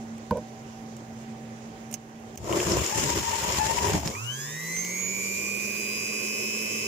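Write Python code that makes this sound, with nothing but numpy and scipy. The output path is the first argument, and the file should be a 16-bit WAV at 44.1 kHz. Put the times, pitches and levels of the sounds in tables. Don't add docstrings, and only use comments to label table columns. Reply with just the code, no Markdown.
import sys
import numpy as np
from scipy import signal
from scipy.fft import rfft, irfft, next_fast_len
from scipy.io import wavfile

SR = 44100
rng = np.random.default_rng(int(sys.argv[2]) if len(sys.argv) > 2 else 0)


def elevation(decibels):
    levels = np.asarray(decibels, float)
    return 10 ** (levels / 20)


def inscribe(sig):
    pcm = np.round(np.clip(np.atleast_2d(sig).T, -1, 1) * 32767)
    wavfile.write(sys.argv[1], SR, pcm.astype(np.int16))


N = 302967
TIME = np.arange(N) / SR
MAINS_PULSE_HZ = 120

# (frequency [Hz], level [dB])
ROOM_SPECTRUM = [(15, -63), (25, -20), (114, -10.5), (170, -5), (223, -21), (293, -9.5), (695, -13),
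                 (775, -13.5), (1290, -20.5), (1940, -22), (4250, -33), (6740, -26), (8590, -39),
                 (14800, -50), (16000, -33)]
# (frequency [Hz], likeness [-1..1])
ROOM_ALIKE = [(60, 0.83), (130, 0.94), (290, 1), (640, 0.44), (1410, -0.54), (3100, 0.29), (6820, -0.22),
              (15000, 0.052)]
# (frequency [Hz], left over right [dB])
ROOM_SIDE = [(60, -7), (110, -2), (200, -2.0), (380, -2.5), (700, -4.5), (1290, -2), (2380, -9),
             (4400, -8.5), (8120, -5.5), (15000, -14)]
# (frequency [Hz], wander [Hz], level over room [dB])
HUM_LINES = [(122.7, 8.74, -10), (226.2, 0.58, -3), (404, 9.1, -18.5), (592, 7.4, -23), (766, 1.75, -14.5)]
# (time [s], depth [dB], recovery [dB/s])
GAIN_DIPS = [
    (1.95, -4, 10.5),
    (2.363, -28, 1500),
]
ROOM_DB, RUNNING_ROOM_DB, SWITCH_S, HUM_LOST_DB = -41, -49.5, 2.372, -3

# (time [s], peak [dB], resonance [Hz], t60 [s], pan [dB])
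CLICKS = [(.1815, -36, 9000, 0.013, -15), (.3097, -25, 4600, 0.019, -15), (.3716, -32.5, 5760, 0.021, -18),
          (.9662, -34.5, 7840, 0.037, -11), (1.9131, -33.5, 12000, 0.058, -18),
          (1.927, -26, 9100, .04, -13), (1.9305, -34, 9450, 0.053, -21), (1.94, -16.5, 6550, 0.046, -20.5),
          (2.199, -48, 12070, 0.018, -5), (2.356, -31, 7000, 0.02, -6), (2.375, -23, 6500, 0.047, -13)]
# (frequency [Hz], level [dB])
SNAP_SPECTRUM = [(710, -66), (1200, -57), (1430, -16), (2980, 0.5), (3700, -22), (6370, 4), (8820, -4.5),
                 (14800, -7), (16000, 2.5)]
# (time [s], hold [s], force [dB])
KNOCKS = [
    (.3105, .001, -16),
    (.314, .012, -24),
    (.335, .012, -32),
    (.349, .037, -30.5),
]
# (frequency [Hz], level [dB], t60 [s])
TUB_MODES = [(70, -15.5, 0.047), (197, -7, 0.08), (340, -18, 0.059), (493, -3.5, 0.054), (604, -7, 0.084),
             (923, -7, 0.017), (1012, -11, 0.021), (1430, -31, 0.037), (2400, -39, 0.069)]
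LAND_DB_PER_S, LIFT_DB_PER_S = 9000, 2000

# (frequency [Hz], likeness [-1..1])
JUICER_ALIKE = [(60, 0.89), (300, 0.84), (700, 0.57), (2000, 0.046), (6000, 0.035), (15000, 0.03)]
LAG_SAMPLES = 22
IN_STEP_HZ = 462
# (time [s], hold [s], housing thump [dB], pulp rumble [dB], tearing hiss [dB])
PUSHES = [(2.428, 0.022, -38.5, -41.5, -53), (2.498, .13, -35, -25.5, -38.5),
          (2.678, 0.13, -29, -26, -30.5), (2.971, 0.13, -32, -32, -29.5), (3.157, 0.027, -29, -28.5, -29.5),
          (3.342, 0.15, -41.5, -37, -31.5), (3.481, 0.11, -35, -32, -30), (3.64, 0.14, -38.5, -35.5, -32),
          (3.833, 0.065, -33, -28.5, -30), (3.939, 0.021, -23, -28.5, -32.5),
          (4.058, 0.0052, -29, -29.5, -35.5)]
# (thump [dB], rumble [dB], hiss [dB])
BETWEEN_DB = (-44.5, -39, -33)
GRATING_START_S, GRATING_END_S = 2.56, 3.4
# (thump [dB/s], rumble [dB/s], hiss [dB/s])
PRESS_DB_PER_S = (322, 250, 201)
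EASE_DB_PER_S = (279, 200, 134)
# (frequency [Hz], level [dB])
THUMP_SPECTRUM = [(15, -47), (25, -37), (70, 5), (140, -2.5), (173, -0.5), (249, -13.5), (300, -7),
                  (390, -14), (660, -120)]
# (frequency [Hz], level [dB])
STALLED_SPECTRUM = [(130, -37), (220, -8.5), (252, -25), (345, 0.5), (415, -3.5), (483, -8.5), (645, -6),
                    (783, -17.5), (941, -9), (1500, -23.5), (1950, -45), (3300, -120)]
# (frequency [Hz], level [dB])
RUMBLE_SPECTRUM = [(130, -40), (220, -5), (248, -19), (405, -0.5), (483, -11), (545, -4), (770, -10.5),
                   (912, -3.5), (1110, -12.5), (1500, -52), (1950, -51), (3300, -120)]
# (frequency [Hz], level [dB])
TEAR_SPECTRUM = [(710, -15), (1200, -3.5), (1280, -7), (1950, -2), (3050, -3), (3830, -8.5), (4800, -6.5),
                 (5240, 0.5), (5900, -4.5), (7100, 3), (7910, -8), (9210, -14), (13900, -16.5),
                 (15000, -14), (16000, -35)]
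# (frequency [Hz], left over right [dB])
GRIND_SIDE = [(60, 0), (110, 5), (200, -2), (380, 1.5), (700, 2.5), (1290, 8.5), (2380, 0.5), (4400, 2.5),
              (8120, 3), (15000, -6.5)]
# (time [s], length [s], starting shaft speed [Hz], whine [dB])
SLIPS = [(2.923, 0.054, 71.1, -40), (3.077, 0.068, 76.6, -38.5), (3.244, 0.073, 75.6, -38),
         (3.338, 0.042, 73.96, -37.5), (3.446, 0.062, 79.6, -40), (3.601, 0.124, 71.94, -33.5),
         (3.771, 0.046, 79.9, -37), (3.843, .04, 77.9, -39.5)]
GAIN_HZ_PER_S, CATCH_DB_PER_S, LABOUR_DB = 38, 550, -50
# (time [s], peak [dB], resonance [Hz], pan [dB])
CRACKS = [(2.443, -34, 7180, -1), (2.5254, -21.5, 3040, 0), (2.574, -24, 2060, 0),
          (2.6017, -18.5, 3120, -5), (2.687, -24, 5200, 0), (2.72, -19.5, 5730, 6), (2.787, -23.5, 7080, 4),
          (2.847, -23, 7000, 5), (2.863, -19, 7250, 4), (3.1024, -22, 7260, 7), (3.15, -20, 7200, 9),
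          (3.195, -21, 7350, -7), (3.232, -33, 2400, -3), (3.253, -37, 7110, -16), (3.5229, -19.5, 7340, 8),
          (3.548, -26, 2200, 0), (3.7857, -22, 3006, 13), (3.9008, -24, 7160, 1), (3.9328, -18, 6860, -5),
          (3.936, -20, 1800, -2), (4.0578, -25, 7120, 0), (4.075, -18.5, 5630, -9), (4.1515, -28, 2480, -8)]
FIBRE_T60_S = 0.048

FREE_S, TOP_HZ, QUICK_HZ, QUICK_S, SLOW_HZ, SLOW_S = 4.08, 220.94, 51.76, .3225, 89.3, .913
# (frequency [Hz], level [dB])
WHOOSH_SPECTRUM = [(24, -65), (40, -39), (65, -88), (107, -3), (155, -14.5), (208, -5), (265, -9.5),
                   (410, -0.5), (644, -12), (709, -39), (1170, -20.5), (1290, -46), (1900, -45),
                   (2470, -56), (4180, -120)]
# (frequency [Hz], level [dB])
HISS_SPECTRUM = [(880, -35), (1500, -7), (1870, -10.5), (2410, -4.5), (3000, -8.5), (3660, -11.5),
                 (3960, -7.5), (4290, -10.5), (4780, -6), (6430, 4), (7610, -0.5), (8660, -14.5),
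                 (9750, -9), (10800, -13), (14900, -14), (16000, -22)]
# (frequency [Hz], level [dB])
CHUTE_SPECTRUM = [(700, -50), (850, 0.5), (1000, 7.5), (1200, 9), (1300, -51)]
# (frequency [Hz], left over right [dB])
AIR_SIDE = [(60, 15), (110, -5), (200, 5), (380, -7.5), (700, 0.5), (1290, 5), (2380, -10.5), (4400, 1.5),
            (8120, -2), (15000, -16.5)]
# (whoosh [dB], hiss [dB], chute [dB])
AIR_DB = (-44, -46.5, -56.5)
AIR_POWER = (2.8, 1.13, -0.43)
# (basket [dB], chute [dB])
CLEARING_S = (4.08, 4.15)
CLEARING_DB = (-39, -46)
CLEARING_DB_PER_S = 180
COUNTER_HZ, COUNTER_WIDTH_HZ, SHUDDER_DB = 197.3, 5.1, -55

WOBBLE_DB, FEET_HZ, FEET_WIDTH_HZ, FEET_DB, WOBBLE_RISE_S = -41.5, 118, 8, 7.5, .1
# (frequency [Hz], left [dB], right [dB])
WHINE_PATH = [(1050, -45, -49), (1275, -45, -47), (1425, -59, -47), (1540, -59, -48), (1650, -49, -40),
              (1725, -48, -42), (1800, -53, -48), (1875, -43, -40), (1950, -42, -40), (2040, -33, -39),
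              (2075, -34, -38), (2110, -40, -43), (2150, -41, -46), (2210, -43, -39), (2245, -54, -38),
              (2315, -46, -32), (2350, -47, -32), (2420, -40, -30), (2455, -43, -32), (2525, -43, -33),
              (2560, -54, -32), (2610, -49, -33), (2640, -42, -34), (2700, -38, -39), (2780, -38, -42)]
# (shaft order, mains sideband, level re whine [dB])
WHINE_PARTNERS = [(12, 0, 0), (12, -1, -7), (12, 1, -6), (12, -2, -33), (12, 2, -22)]
SIDEBAND_TURN_RAD = .9
# (shaft order, mains sideband, left [dB], right [dB],
# loss below top speed [dB per shaft Hz], left lead [rad])
SLOTS = [(9, 0, -62, -63, .8, 0), (9, 1, -56, -58, 1.0, 0), (10, -1, -54, -56, 1.0, 0),
         (10, 0, -49, -51, .3, 1.9), (10, 1, -63, -56, .3, 0), (11, -1, -61, -57, .2, 0),
         (11, 0, -59, -45, .3, .3), (11, 1, -53, -46, .15, -1.8), (13, -1, -50, -48.5, .1, -2.6),
         (13, 0, -56, -54, -.2, 2.4), (13, 1, -56, -58, .3, 0), (14, -1, -60, -61, .2, 0),
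         (14, 0, -51, -52, .6, 0), (15, 0, -63, -60, .3, 0)]
# (shaft order, level [dB], left lag [samples], loss below 150 Hz [dB per shaft Hz])
OVERTONES = [(24, -1, 23, 0), (36, -3.5, 20, .4), (48, -11, 22, 0), (60, -15.5, 22, 0), (72, -17, 22, 0),
             (84, -19, 22, 0)]
# (frequency [Hz], width [Hz], left [dB], right [dB])
SHELL_MODES = [(2500, 330, -52, -36), (2990, 160, -31, -40), (3660, 200, -51, -51), (4050, 200, -49, -54),
               (4700, 300, -52, -50), (5150, 230, -35, -44), (5400, 120, -43, -46), (6296, 150, -33, -25),
               (6754, 200, -32, -26), (7050, 280, -31, -42), (7740, 250, -47, -53), (8250, 300, -40, -35),
               (9000, 400, -43, -44), (9900, 700, -42, -40), (11800, 500, -47, -29), (12800, 700, -48, -37),
               (13600, 400, -46, -32), (14900, 400, -54, -30)]
# (shaft order, left [dB], right [dB])
FAINT_ORDERS = [(2, -50, -48), (3, -49, -49), (5, -29, -34)]
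# (time [s], peak [dB], resonance [Hz], t60 [s], pan [dB])
FLUNG_SCRAPS = [(4.245, -30, 4200, .02, 0), (4.7664, -28, 3200, .016, -4), (4.7668, -24, 5200, .016, 0),
                (4.8484, -17, 7000, .014, 0), (4.8488, -23, 4900, .014, 0), (4.9686, -28, 6630, .014, -3)]


def rms_one(x):
    return x / np.sqrt(np.mean(x ** 2) + 1e-20)


def at_hz(points, hz, axis=1):
    points = np.array(points)
    return np.interp(np.log(hz), np.log(points[:, 0]), points[:, axis])


def drift(rate, part=slice(None)):
    r = np.exp(-80 * np.pi * rate / SR)
    noise = rng.standard_normal(N // 40 + 2002)
    slow = rms_one(signal.lfilter([1], [1, -2 * r, r * r], noise)[2000:])
    return np.interp(TIME[part] * (SR / 40), np.arange(len(slow)), slow)


def pressing(rows, rise_db_per_s, fall_db_per_s):
    levels_db = []
    for s, hold_s, db in rows:
        rise_db = rise_db_per_s * np.maximum(s - TIME, 0)
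        fall_db = fall_db_per_s * np.maximum(TIME - s - hold_s, 0)
        levels_db.append(db - rise_db - fall_db)
    return np.max(levels_db, axis=0)


def coloured(pair, span, spectrum, alike, side_db, patchy_db, lag=0):
    part = slice(round(span[0] * SR), min(round(span[1] * SR), N))
    length = part.stop - part.start
    size = next_fast_len(length)
    hz = np.maximum(np.arange(size // 2 + 1) * SR / size, 1)
    mid, side = rfft(pair[:, part], size) * elevation(at_hz(spectrum, hz))
    likeness = np.clip(at_hz(alike, hz), -1, 1)
    mid, side = np.sqrt(1 + likeness) * mid, np.sqrt(1 - likeness) * side
    tilt = elevation(at_hz(side_db, hz) / 2)
    late = np.exp(-2j * np.pi * np.maximum(hz - IN_STEP_HZ, 0) * lag / SR)
    both = np.array([(mid + side) * tilt * late, (mid - side) / tilt])
    out, half_octave = np.zeros((2, N)), 2 * np.log2(hz)
    first, last = int(2 * np.log2(spectrum[0][0])), int(2 * np.log2(spectrum[-1][0])) + 1
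    for k in range(first, last + 1):
        band = irfft(both * np.clip(1 - abs(half_octave - k), 0, 1), size)[:, :length]
        out[:, part] += band * elevation(patchy_db * drift(9.2, part))
    return out / np.sqrt(np.mean(out[:, part].mean(axis=0) ** 2))


def juicer_noise(pair, span, spectrum, side_db, patchy_db):
    return coloured(pair, span, spectrum, JUICER_ALIKE, side_db, patchy_db, LAG_SAMPLES)


def ring(x, hz, t60):
    r, w = elevation(-60 / (t60 * SR)), 2 * np.pi * hz / SR
    return signal.lfilter([0, np.sin(w)], [1, -2 * r * np.cos(w), r * r], x + 1e-18)


def tone(phase, left_db, right_db, lag=LAG_SAMPLES, lead=0):
    left = np.roll(np.sin(phase + lead), lag) * elevation(left_db)
    return np.sqrt(2) * np.array([left, np.sin(phase) * elevation(right_db)])


def snaps(rows, body, ring_db):
    size = 4096
    out, age = np.zeros((2, N)), np.arange(size) / SR
    colour = elevation(at_hz(body, np.maximum(np.arange(size // 2 + 1) * SR / size, 1)))
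    for s, peak_db, hz, t60, pan_db in rows:
        burst = rng.standard_normal((2, size))
        burst = irfft(rfft(burst + burst[0]) * colour)
        burst = rms_one(burst) + elevation(ring_db) * rms_one(ring(burst, hz, 0.0035))
        attack = 1 + 1.4 * np.exp(-age / 0.0016)
        level_db = peak_db - 16 - 60 * age / t60 + np.array([[pan_db / 2], [-pan_db / 2]])
        start = round(s * SR)
        out[:, start:start + size] += burst * attack * elevation(level_db)
    return out


def kitchen():
    noise = rng.standard_normal((2, N))
    room = elevation(-6.0) * coloured(noise, (0, 7), ROOM_SPECTRUM, ROOM_ALIKE, ROOM_SIDE, patchy_db=1.4)
    for hz, wander_hz, line_db in HUM_LINES:
        phase = 2 * np.pi * np.cumsum(hz + wander_hz * drift(18.6)) / SR
        line_db = line_db + HUM_LOST_DB * (TIME > SWITCH_S) + 2.67 * drift(9.8)
        side_db = at_hz(ROOM_SIDE, hz) / 2
        room += tone(phase, line_db + side_db, line_db - side_db, lag=0)
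    sunk = 1 - np.exp(-np.maximum(TIME - SWITCH_S, 0) / 0.035)
    level_db = ROOM_DB + (RUNNING_ROOM_DB - ROOM_DB) * sunk
    for s, depth_db, recover_db_per_s in GAIN_DIPS:
        level_db += np.minimum(depth_db + recover_db_per_s * (TIME - s), 0) * (TIME > s)
    return room * elevation(level_db)


def clicks():
    return elevation(1.5) * snaps(CLICKS, SNAP_SPECTRUM, ring_db=-5)


def knocks():
    force = rng.standard_normal(N) * elevation(pressing(KNOCKS, LAND_DB_PER_S, LIFT_DB_PER_S) - 19.0)
    out = np.zeros(N)
    for k, (hz, level_db, t60) in enumerate(TUB_MODES):
        out += (-1) ** k * elevation(level_db) * ring(force, hz, t60)
    touch = np.zeros(N)
    touch[round((KNOCKS[0][0] - .001) * SR)] = elevation(-18.5)
    out += ring(touch, 1026, 0.044) - ring(touch, 920, 0.039) + elevation(-11.5) * ring(touch, 1500, 0.033)
    touch = np.roll(touch, round(.0625 * SR))
    out += elevation(-26) * ring(touch, 1510, .04) + elevation(-14) * ring(touch, 960, .04)
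    return out * elevation(np.array([[-1.5], [1.5]]))


def grains(per_s, spread_db):
    sizes = elevation(spread_db * np.minimum(rng.exponential(1, (2, N)), 4)) * rng.choice([-1, 1], (2, N))
    return rms_one(sizes * (rng.random((2, N)) < per_s / SR))


def grated_fruit(turn):
    bite = elevation(0.51 * np.cos(turn) + 1.66 * drift(59))
    levels_db = []
    for k in range(3):
        rows = [(GRATING_START_S, GRATING_END_S - GRATING_START_S, BETWEEN_DB[k])]
        rows += [(row[0], row[1], row[2 + k]) for row in PUSHES]
        levels_db.append(pressing(rows, PRESS_DB_PER_S[k], EASE_DB_PER_S[k]))
    thump_db, rumble_db, hiss_db = levels_db
    thump = juicer_noise(grains(900, 0.58) * bite, (2.3, 4.3), THUMP_SPECTRUM, GRIND_SIDE, patchy_db=-3.0)
    pulp = grains(2000, 1.8) * bite
    stalled = juicer_noise(pulp, (2.3, 3.0), STALLED_SPECTRUM, GRIND_SIDE, patchy_db=1.5)
    rumble = juicer_noise(pulp, (2.8, 4.3), RUMBLE_SPECTRUM, GRIND_SIDE, patchy_db=3.0)
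    turning = np.clip((TIME - 2.85) / .1, 0, 1)
    rumble = np.sqrt(1 - turning) * stalled + np.sqrt(turning) * rumble
    tearing = rng.standard_normal((2, N)) * bite + .5 * grains(1500, 3.4)
    hiss = juicer_noise(tearing, (2.3, 4.3), TEAR_SPECTRUM, GRIND_SIDE, patchy_db=1.5)
    return thump * elevation(thump_db) + rumble * elevation(rumble_db - 2.5) + hiss * elevation(hiss_db - 1.46)


def labouring_whine(turn):
    rows = [(s, length_s, db) for s, length_s, _, db in SLIPS] + [(SLIPS[0][0], 1, LABOUR_DB)]
    level_db = pressing(rows, CATCH_DB_PER_S, CATCH_DB_PER_S) + 4 * drift(35)
    whine = tone(12 * turn, level_db + 9, level_db - 8)
    whine += tone(24 * turn, level_db - 9, level_db - 14)
    whine += tone(36 * turn, level_db - 10, level_db - 15)
    return whine * (1 + 0.2 * np.cos(2 * np.pi * MAINS_PULSE_HZ * TIME))


def grinding():
    start, length, start_hz, _ = np.transpose(SLIPS)
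    now = np.maximum(np.searchsorted(start - .015, TIME) - 1, 0)
    shaft = start_hz[now] + GAIN_HZ_PER_S * np.clip(TIME - start[now], 0, length[now])
    turn = 2 * np.pi * np.cumsum(shaft * (1 + .02 * drift(40))) / SR
    return grated_fruit(turn) + labouring_whine(turn)


def fibre_cracks():
    rows = [(s, db, hz, FIBRE_T60_S, pan_db) for s, db, hz, pan_db in CRACKS]
    return snaps(rows, TEAR_SPECTRUM, ring_db=2)


def free_speed():
    age = np.maximum(TIME - FREE_S, 0)
    return TOP_HZ - QUICK_HZ * np.exp(-age / QUICK_S) - SLOW_HZ * np.exp(-age / SLOW_S)


def air():
    shaft = free_speed()
    speed_db, before_db = 20 * np.log10(shaft / TOP_HZ), 400 * np.maximum(FREE_S - TIME, 0)
    whoosh_db, hiss_db, chute_db = (db + power * speed_db - before_db for db, power in zip(AIR_DB, AIR_POWER))
    basket_db, clearing_db = (pressing([(s, 0, db)], 400, CLEARING_DB_PER_S)
                              for s, db in zip(CLEARING_S, CLEARING_DB))
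    whoosh_db, chute_db = np.maximum(whoosh_db, basket_db), np.maximum(chute_db, clearing_db)
    chopping = 1 + 0.017 * np.cos(2 * np.pi * MAINS_PULSE_HZ * TIME)
    low_noise, high_noise = rng.standard_normal((2, 2, N)) * chopping
    whoosh = juicer_noise(low_noise, (4, 7), WHOOSH_SPECTRUM, AIR_SIDE, patchy_db=1.0)
    hiss = juicer_noise(high_noise, (4, 7), HISS_SPECTRUM, AIR_SIDE, patchy_db=1.6)
    chute = juicer_noise(high_noise, (4, 7), CHUTE_SPECTRUM, AIR_SIDE, patchy_db=1.0)
    shudder_db = SHUDDER_DB - 4.5 * ((shaft - COUNTER_HZ) / COUNTER_WIDTH_HZ) ** 2
    shudder = rms_one(ring(ring(low_noise[0], 92, 0.1), 93, 0.11)) * elevation(shudder_db)
    return chute * elevation(chute_db) + whoosh * elevation(whoosh_db + 2.5) + hiss * elevation(hiss_db + 7.5) + shudder


def basket_wobble(shaft, turn, age, free):
    feet_db = FEET_DB / (1 + ((shaft - FEET_HZ) / FEET_WIDTH_HZ) ** 2)
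    level_db = WOBBLE_DB + feet_db - 20 * np.exp(-3 * age / WOBBLE_RISE_S) + 1.0 * drift(18.0, free)
    return tone(turn, level_db - 4.5, level_db + 0.5, lag=0)


def commutator_whine(shaft, turn, pulse, wander, free):
    sound = 0
    for order, band, under_db in WHINE_PARTNERS:
        hz = order * shaft + band * MAINS_PULSE_HZ
        level_db = under_db + 0.26 * drift(7.1, free)
        phase = order * turn + band * pulse + wander + SIDEBAND_TURN_RAD * abs(band)
        sound += tone(phase, at_hz(WHINE_PATH, hz) + level_db, at_hz(WHINE_PATH, hz, axis=2) + level_db)
    return sound


def slot_tones(shaft, turn, pulse, wander, free):
    sound = 0
    for order, band, left_db, right_db, lost_db, lead in SLOTS:
        sag_db = -lost_db * (shaft[-1] - shaft) - (lost_db < 0) * np.maximum(185 - shaft, 0)
        phase = order * turn + band * pulse + wander + order * order
        left_db = left_db + sag_db + 1.2 * drift(3, free)
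        right_db = right_db + sag_db + 1.2 * drift(3, free)
        sound += tone(phase, left_db, right_db, lag=0, lead=lead)
    return sound


def commutator_overtones(shaft, turn, free):
    grid_hz = np.arange(1500, 19000, 10)
    power = 0
    for hz, width_hz, left_db, right_db in SHELL_MODES:
        peak = elevation([[2 * left_db], [2 * right_db]])
        power = power + peak / (1 + (2 * (grid_hz - hz) / width_hz) ** 2) ** 1.25
    shell_db = 10 * np.log10(power)
    sound = 0
    for order, level_db, lag, lost_db in OVERTONES:
        level_db = level_db - lost_db * np.maximum(150 - shaft, 0)
        left_db, right_db = (np.interp(order * shaft, grid_hz, side) + level_db + 1.3 * drift(5, free)
                             for side in shell_db)
        sound += tone(order * turn + order / 300 * drift(60, free), left_db, right_db, lag)
    return sound


def faint_orders(shaft, turn, free):
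    sound = 0
    for order, left_db, right_db in FAINT_ORDERS:
        housing_db = at_hz(WHOOSH_SPECTRUM, order * shaft) - .2 * (shaft[-1] - shaft)
        left_db = left_db + housing_db + 2.5 * drift(6, free)
        right_db = right_db + housing_db + 2.5 * drift(6, free)
        sound += tone(order * turn + 0.25 * drift(47, free), left_db, right_db)
    return sound


def free_motor():
    free = slice(round(FREE_S * SR), N)
    shaft, age = free_speed()[free], TIME[free] - FREE_S
    turn, pulse = 2 * np.pi * np.cumsum(shaft) / SR, 2 * np.pi * MAINS_PULSE_HZ * TIME[free]
    wander = .05 * drift(40, free)
    throb = 1 + .3 * np.cos(pulse)
    sound = basket_wobble(shaft, turn, age, free)
    sound += commutator_whine(shaft, turn, pulse, wander, free)
    sound += slot_tones(shaft, turn, pulse, wander, free)
    sound += throb * (commutator_overtones(shaft, turn, free) + faint_orders(shaft, turn, free))
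    out = np.zeros((2, N))
    out[:, free] = sound * np.clip(age / 0.069, 0, 1)
    return out


def flung_scraps():
    return elevation(1.5) * snaps(FLUNG_SCRAPS, SNAP_SPECTRUM, ring_db=0.5)


def scene():
    handling = clicks() + knocks()
    loaded = grinding() + fibre_cracks()
    running_free = air() + free_motor() + flung_scraps()
    return kitchen() + handling + loaded + running_free


def top_cut(x):
    return signal.sosfilt(signal.butter(12, 16580, fs=SR, output="sos"), x)


def record(dry):
    rounded = .45 * np.tanh(dry / .45)
    low_pass = signal.cheby2(20, 55, 15880, fs=SR, output="sos")
    mix = signal.sosfilt(low_pass, rounded)
    return top_cut(mix)


dry = scene()
out = record(dry)
inscribe(out)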